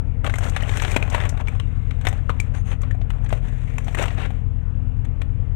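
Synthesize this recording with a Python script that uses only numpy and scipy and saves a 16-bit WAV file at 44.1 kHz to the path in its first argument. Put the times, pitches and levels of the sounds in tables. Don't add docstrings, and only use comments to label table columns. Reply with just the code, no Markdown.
import sys
import numpy as np
from scipy import signal
from scipy.io import wavfile
from scipy.ndimage import uniform_filter1d

SR = 44100
rng = np.random.default_rng(int(sys.argv[2]) if len(sys.argv) > 2 else 0)


def volts_from_decibels(level):
    exponent = np.asarray(level, float) / 20
    return 10 ** exponent


def unload_audio(sound):
    columns = np.transpose(np.atleast_2d(sound))
    steps = np.round(np.clip(columns, -1, 1) * 32767)
    wavfile.write(sys.argv[1], SR, steps.astype(np.int16))


N = 245019



def evened(x):
    return x / np.sqrt(np.mean(x ** 2) + 1e-20)


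def read(points, hz):
    f, value = np.transpose(points)
    return np.interp(np.log(hz + 1), np.log(f + 1), value)


def follow(rows):
    s, *columns = np.transpose(rows)
    return [np.interp(np.arange(N) / SR, s, column) for column in columns]


def band(x, lo_hz, hi_hz):
    edges = [lo_hz, min(hi_hz, .45 * SR)]
    return signal.sosfilt(signal.butter(2, edges, "bandpass", fs=SR, output="sos"), x)


def resonate(x, hz, width):
    turn = np.exp(2j * np.pi * np.cumsum(hz * np.ones(len(x))) / SR)
    r = np.exp(-np.pi * width / SR)
    for _ in range(2):
        x = 2 * (turn * signal.lfilter([1 - r], [1, -r], x / turn)).real
    return x


# time in seconds, fan speed in Hz, second motor speed in Hz.
MOTOR_SPEEDS = [(0, 41.68, 32.15), (2.6, 41.69, 32.15), (3.3, 41.85, 32.12), (3.55, 41.3, 31.3),
                (3.9, 41.65, 31.95), (4.3, 41.66, 32.07), (5.6, 41.67, 32.11)]
# steady rms in dB, shift in dB, time of full shift in seconds, onset and recovery in seconds.
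MOTOR_HUM = [(-29.3, 3.4, 3.35, .45, .2), (-29.6, -5, 3.45, .25, .35), (-37, 3.2, 3.4, .4, 1.2),
             (-33, -5.6, 3.72, .25, .8)]
# fan order, second motor order, steady rms in dB, polarity.
MIXED_TONES = [(4, 0, -49, 1), (5, 0, -60, 1), (6, 0, -51, 1), (7, 0, -60, 1), (11, 0, -60, 1),
               (0, 2, -49, -1), (0, 3, -47, 1), (1, 1, -42, -1), (3, -1, -38, 1), (4, -2, -36, 1),
               (1, 2, -41, 1), (2, 1, -49, -1), (4, -1, -49, 1), (2, -1, -50, 1), (3, -2, -50, 1),
               (3, 1, -58, -1)]
START_TURNS = (.85, .77, .57)


def motors():
    mains_hz, mains_db = 100.18, -37.5
    lag_turns = .38
    speeds = follow(MOTOR_SPEEDS)
    fan, other = (start + np.cumsum(hz) / SR for start, hz in zip(START_TURNS, speeds))
    t = np.arange(N) / SR
    levels = []
    for db, shift_db, s, onset, recovery in MOTOR_HUM:
        pace = np.where(t < s, onset, recovery)
        levels.append(db + shift_db * np.exp(-((t - s) / pace) ** 2))
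    *orders_db, other_db = levels
    sag_db = other_db - MOTOR_HUM[-1][0]
    tones = [(volts_from_decibels(db), (k + 1) * fan) for k, db in enumerate(orders_db)]
    tones += [(volts_from_decibels(other_db), other)]
    for m, n, db, sign in MIXED_TONES:
        tones.append((sign * volts_from_decibels(db + abs(n) * sag_db), m * fan + n * other))
    tones += [(volts_from_decibels(mains_db), START_TURNS[2] + mains_hz * t)]
    return np.sqrt(2) * sum(gain * np.cos(2 * np.pi * (turns - lag_turns)) for gain, turns in tones)


# frequency in Hz, relative density in dB per Hz.
AIR_COLOUR = [(88, -34.5), (150, -15), (175, -6.5), (268, -5), (346, -28), (462, -15), (656, -20),
              (2760, -33), (4750, -59.5), (9000, -78), (10900, -90), (13000, -79), (15500, -91)]


def air(patchy_db=2.0):
    rush_db, rumble_db = -48, -38
    frames, hz = N // 512 + 5, np.fft.rfftfreq(2048, 1 / SR)
    a, b, patches = rng.standard_normal((frames, 1025, 3)).T
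    patches = evened(uniform_filter1d(uniform_filter1d(patches, 16, 0), 8, 1))
    spectra = (a + 1j * b) * volts_from_decibels(read(AIR_COLOUR, hz)[:, None] + patchy_db * patches)
    rush = signal.istft(spectra, nperseg=2048, noverlap=1536)[1][:N]
    rumble = band(rng.standard_normal(N), 56, 142.0)
    return volts_from_decibels(rush_db) * evened(rush) + volts_from_decibels(rumble_db) * evened(rumble)


# frequency in Hz, relative level in dB.
FOIL_COLOUR = [(120, -19.5), (220, -9), (700, -1.5), (1000, -6), (2500, -5.5), (3700, -10), (4800, -21.5),
               (6200, -13), (8000, -15), (9500, -21), (10800, -37.5), (13400, -27), (15000, -36.5),
               (15800, -80.5)]


def foil_click():
    log_gain = np.log(volts_from_decibels(read(FOIL_COLOUR, np.fft.rfftfreq(4096, 1 / SR))))
    full = np.r_[log_gain, log_gain[-2:0:-1]]
    return np.fft.ifft(np.exp(np.conj(signal.hilbert(full)))).real[:2048]


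def stroke(start, length):
    attack_s, release_s = 0.028, 0.011
    t = np.arange(round(length * SR) + SR // 4) / SR
    swell = np.minimum(t / attack_s, 1)
    release = np.exp(-np.maximum(t - length, 0) / release_s)
    gain = np.zeros(N + SR)
    gain[round(start * SR):][:len(t)] = swell * release
    return gain[:N]


# start in seconds, length in seconds, crackle level in dB, sizzle in dB re crackle,
# grain from 0 (smooth rustle) to 1 (separate pops).
HAND_STROKES = [(0.232, 0.044, -30, -18, 1), (0.278, 0.13, -43, -12, 0.93),
                (0.403, 0.085, -34, -11.5, 0.86), (0.5, 0.18, -40, -16, 0.81),
                (0.664, 0.098, -38.5, -10.5, 0.61), (0.75, .2, -36.5, -11, 0.25),
                (0.943, 0.23, -39, -18, 0.95), (1.109, .16, -34, -19, 0.84), (1.277, 0.11, -42.5, -21.5, 1),
                (1.387, 0.022, -33.5, -20, 1), (1.447, 0.13, -48.5, -16.5, 0.85),
                (1.6, 0.88, -61.5, -15, 0.45), (2.014, .18, -47, -18, 0.98),
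                (2.296, 0.29, -52.5, -22, 0.99), (2.529, .05, -42.5, -13, 0.91),
                (2.643, 0.073, -48.5, -13, .5), (2.698, 0.034, -36.5, -21, 0.96),
                (2.802, 0.086, -48, -22.5, 0.92), (3.1, 0.15, -50.5, -21, 1),
                (3.279, 0.1, -45.5, -12.5, 0.81), (3.408, 0.089, -48, -15.5, 0.81),
                (3.504, 0.34, -54, -12.5, 0.56), (3.848, 0.17, -48.5, -10, 0.75),
                (3.967, 0.075, -27.5, -15, 0.84), (4.052, 0.1, -41, -15.5, 0.83),
                (4.162, 0.098, -35.5, -19.5, 0.52), (4.27, .12, -56, -17.5, 0.43)]


def crackle(per_s=2600, spread_db=4.0, clump_db=3.5):
    rest = (-67, -13, 0)
    thud_db = -1.5
    clumps = volts_from_decibels(clump_db * evened(uniform_filter1d(rng.standard_normal(N), 300)))
    size = volts_from_decibels(spread_db * np.minimum(rng.exponential(1, N), 4))
    size = size * (rng.random(N) < per_s / SR) * clumps
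    patch, t = rng.integers(0, 24, N), np.arange(800) / SR
    pops = size * rng.choice([-1., 1.], N)
    for k, hz in enumerate(np.geomspace(600, 4400, 24)):
        tap = np.sin(2 * np.pi * hz * t) * np.exp(-t * hz / 1.96)
        pops += signal.oaconvolve(size * (patch == k), 0.64 * tap)[:N]
    rustle = clumps ** .4 * rng.standard_normal(N)
    shapes = np.array([stroke(s, length) for s, length, *_ in HAND_STROKES] + [np.ones(N)])
    db, sizzle_db, grain = np.transpose([row[2:] for row in HAND_STROKES] + [rest])
    out, click = np.zeros(N), foil_click()
    for source, share in (pops, grain), (rustle, np.sqrt(1 - grain ** 2)):
        x = signal.oaconvolve(source, click)[:N]
        body, thud, sizzle = band(x, 450, 2860), band(x, 80, 614), band(x, 5330, 20000)
        low = evened(body) + volts_from_decibels(thud_db) * evened(thud)
        out += share * volts_from_decibels(db) @ shapes * low
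        out += share * volts_from_decibels(db + sizzle_db) @ shapes * evened(sizzle)
    return out


# start in seconds, level in dB, ring in Hz, ring peak in dB re level, sizzle peak in dB re level.
CREASE_SNAPS = [(0.244, -19, 1257, -7.5, -13), (0.264, -15, 820, -51, -15), (0.296, -21, 1560, -8.5, -13),
                (0.339, -16, 2100, -7.5, -15.5), (0.356, -21, 900, -36, -10.5),
                (0.384, -21, 1585, -8, -5.5), (0.407, -26.5, 680, -7.5, -23), (0.425, -38.5, 953, 7, -14),
                (0.465, -33.5, 1360, 2.5, -18), (0.496, -28.5, 1630, -20, -1),
                (0.563, -9.5, 680, -49.5, -15), (0.606, -24.5, 2990, -8, -30),
                (0.623, -36.5, 1900, 10, 2.5), (0.635, -41.5, 2990, 13, -14), (0.693, -19.5, 2250, -8, -32),
                (0.723, -23, 710, -46, -14), (0.736, -25, 1990, -10, -33), (0.771, -13.5, 2430, -43, -9),
                (0.798, -14, 2530, -33, -24), (0.82, -13, 1210, -27, -9), (0.836, -24, 2430, -6, -24),
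                (0.848, -14, 1690, -10.5, -21), (0.879, -19.5, 1636, -10, -24), (0.91, -31, 2330, -6, 1),
                (0.916, -22.5, 2430, -3.5, -5), (0.943, -22, 1526, -7, -18.5),
                (0.962, -11.5, 623, -3.5, -11), (0.9642, -6, 2460, -8.5, -14.5),
                (1.026, -17, 2484, -2, -14), (1.1, -38, 1080, 0, 6.5), (1.127, -32, 1063, -8, -3),
                (1.146, -8, 952, -9, -16.5), (1.202, -19, 1790, -10, -17), (1.212, -31, 2076, 3, -6),
                (1.252, -20.5, 700, -29, -12), (1.291, -29.5, 770, -27, 3.5),
                (1.374, -27, 1120, -11, -15.5), (1.402, -31.5, 1020, -1.5, -17),
                (1.472, -27, 774, -16.5, -20), (1.483, -23.5, 2260, -1.5, -12),
                (1.598, -19.5, 2980, -11.5, -13), (1.909, -25, 2220, -11.5, -16.5),
                (2.012, -30, 1670, -14.5, -9.5), (2.051, -18.5, 670, -14.5, -15),
                (2.069, -7.5, 2015, -11, -13), (2.085, -17, 1203, -19, -7), (2.127, -25.5, 768, -7.5, -11),
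                (2.19, -43, 1780, 1, -28.5), (2.294, -22, 1254, 2, -14), (2.2946, -25.5, 414, 1, -19),
                (2.301, -22.5, 987, -3, -16), (2.4, -24, 2345, 5.5, -0.5), (2.546, -44, 1620, 6, -30),
                (2.714, -27.5, 685, -26, -16.5), (2.728, -29, 757, -15, -17), (2.816, -33, 760, -25, -5),
                (2.833, -29, 1110, -8, -22), (2.91, -24.5, 1790, -5, -15), (2.947, -37, 727, 1.5, -15),
                (3.013, -37, 667, 1, -18), (3.103, -21.5, 2930, -16.5, -13), (3.243, -34, 795, -12, -7.5),
                (3.261, -31, 824, -16, -19), (3.291, -29.5, 1690, -12, -9.5),
                (3.304, -27.5, 1050, -10.5, -25), (3.326, -18, 637, -2, -15), (3.483, -36.5, 1830, -21, -8),
                (3.782, -17.5, 2620, -20, -10), (3.844, -35, 766, -20, -3.5), (3.867, -33, 760, -7, -16),
                (3.881, -22.5, 708, -7, -16), (3.947, -17, 1884, -6.5, -13.5),
                (3.972, -27.5, 1450, -7.5, -22.5), (3.986, -15, 2090, -11, -12.5),
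                (3.995, -18.5, 570, -2.5, -15), (4.024, -14.5, 720, -19, -8.5),
                (4.056, -17.5, 924, -14.5, -14.5), (4.081, -18, 2750, -12, -16.5),
                (4.105, -25.5, 1930, -6, -25), (4.18, -32, 790, -3.5, -25), (4.304, -29.5, 732, -4, -17),
                (5.049, -32.5, 762, -35, -12.5), (5.217, -22, 2000, -15.5, -14.5)]


def snaps():
    out, t, click = np.zeros(N + 4096), np.arange(4096) / SR, foil_click()
    slips = rng.standard_normal((len(CREASE_SNAPS), len(t)))
    for (s, db, hz, ring_db, sizzle_db), z in zip(CREASE_SNAPS, slips):
        buckle = 0.0049 * (1500 / hz) ** 0.32
        ring = 0.0029 * (1500 / hz) ** 0.43
        swell = (1 - np.exp(-t / (0.07 * buckle))) * np.exp(-t / buckle)
        burst = signal.fftconvolve(z * swell, click)[:len(t)]
        wobble = uniform_filter1d(np.cumsum(z), 30) * .04 * (2500 / hz) ** .6
        ping = (1 - np.exp(-t / (0.2 * ring))) * np.exp(-t / ring)
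        ping = ping * np.sin(2 * np.pi * hz * t + wobble)
        jerk = np.sign(z[0]) * t * np.exp(-t / 0.0006)
        push = jerk * (1 + .5 * evened(uniform_filter1d(z, 30)))
        push_db = -7.5 + 0.57 * ring_db
        parts = ping, band(burst, 845, 5100), band(push, 200, 810), band(burst, 4300, SR / 3)
        shares = volts_from_decibels([ring_db, -5, push_db, sizzle_db])
        snap = sum(g * p / abs(p).max() for g, p in zip(shares, parts))
        out[round(s * SR):][:len(t)] += volts_from_decibels(db) * snap
    return out[:N]


# start in seconds, length in seconds, level in dB, fold in Hz, resonance width per pass in
# Hz.
FOLD_SLIDES = [(1.602, 0.042, -52, 2770, 120), (1.623, 0.51, -75, 3720, 200),
               (1.637, 0.53, -64.5, 2130, 198), (3.424, 0.13, -58, 1780, 497), (3.65, 0.12, -57, 2180, 500)]


def slides():
    out, click = np.zeros(N), foil_click()
    for s, length, db, hz, width in FOLD_SLIDES:
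        grit = rng.standard_normal(N)
        hiss = band(signal.oaconvolve(grit, click)[:N], 6000, 9500)
        song = evened(resonate(grit, hz, width)) + volts_from_decibels(-25.5) * evened(hiss)
        out += volts_from_decibels(db) * stroke(s, length) * song
    return out


# start in seconds, length in seconds, level in dB.
BLADE_STROKES = [(2.528, 0.08, -63.5), (2.643, .09, -61)]
# frequency in Hz, resonance width per pass in Hz, relative gain in dB.
BLADE_TONES = [(6480, 560, 9), (9400, 450, 3.5), (12400, 1200, -20.5)]


def scrape():
    grit = rng.standard_normal(N)
    edge = sum(volts_from_decibels(db) * resonate(grit, hz, width) for hz, width, db in BLADE_TONES)
    return sum(volts_from_decibels(db) * stroke(s, length) for s, length, db in BLADE_STROKES) * evened(edge)


# frequency in Hz, time to fall 60 dB in seconds.
KITCHEN_DECAY = [(400, 0.34), (2500, 0.16), (9000, 0.16)]


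def kitchen(x):
    taps = np.zeros(SR // 2)
    at = np.arange(120, len(taps) - 20, 20)
    taps[at + rng.integers(0, 20, len(at))] = rng.choice([-1., 1.], len(at))
    hz, t, z = signal.stft(taps, SR, nperseg=256)
    decay = volts_from_decibels(-60 * t / read(KITCHEN_DECAY, hz)[:, None])
    tail = signal.istft(z * decay, SR, nperseg=256)[1]
    return signal.fftconvolve(x, tail / np.linalg.norm(tail))[:N]


def scene():
    oven = motors() + air()
    foil = crackle() + snaps() + slides() + scrape()
    left = oven + foil + volts_from_decibels(-14.5) * kitchen(foil)
    return np.array([left, 0 * left])


def band_limit(x):
    return signal.sosfilt(signal.butter(12, 15710, fs=SR, output="sos"), x)


def record(dry):
    mix = np.tanh(2 * dry)
    return band_limit(mix)


dry = scene()
out = record(dry)
unload_audio(out)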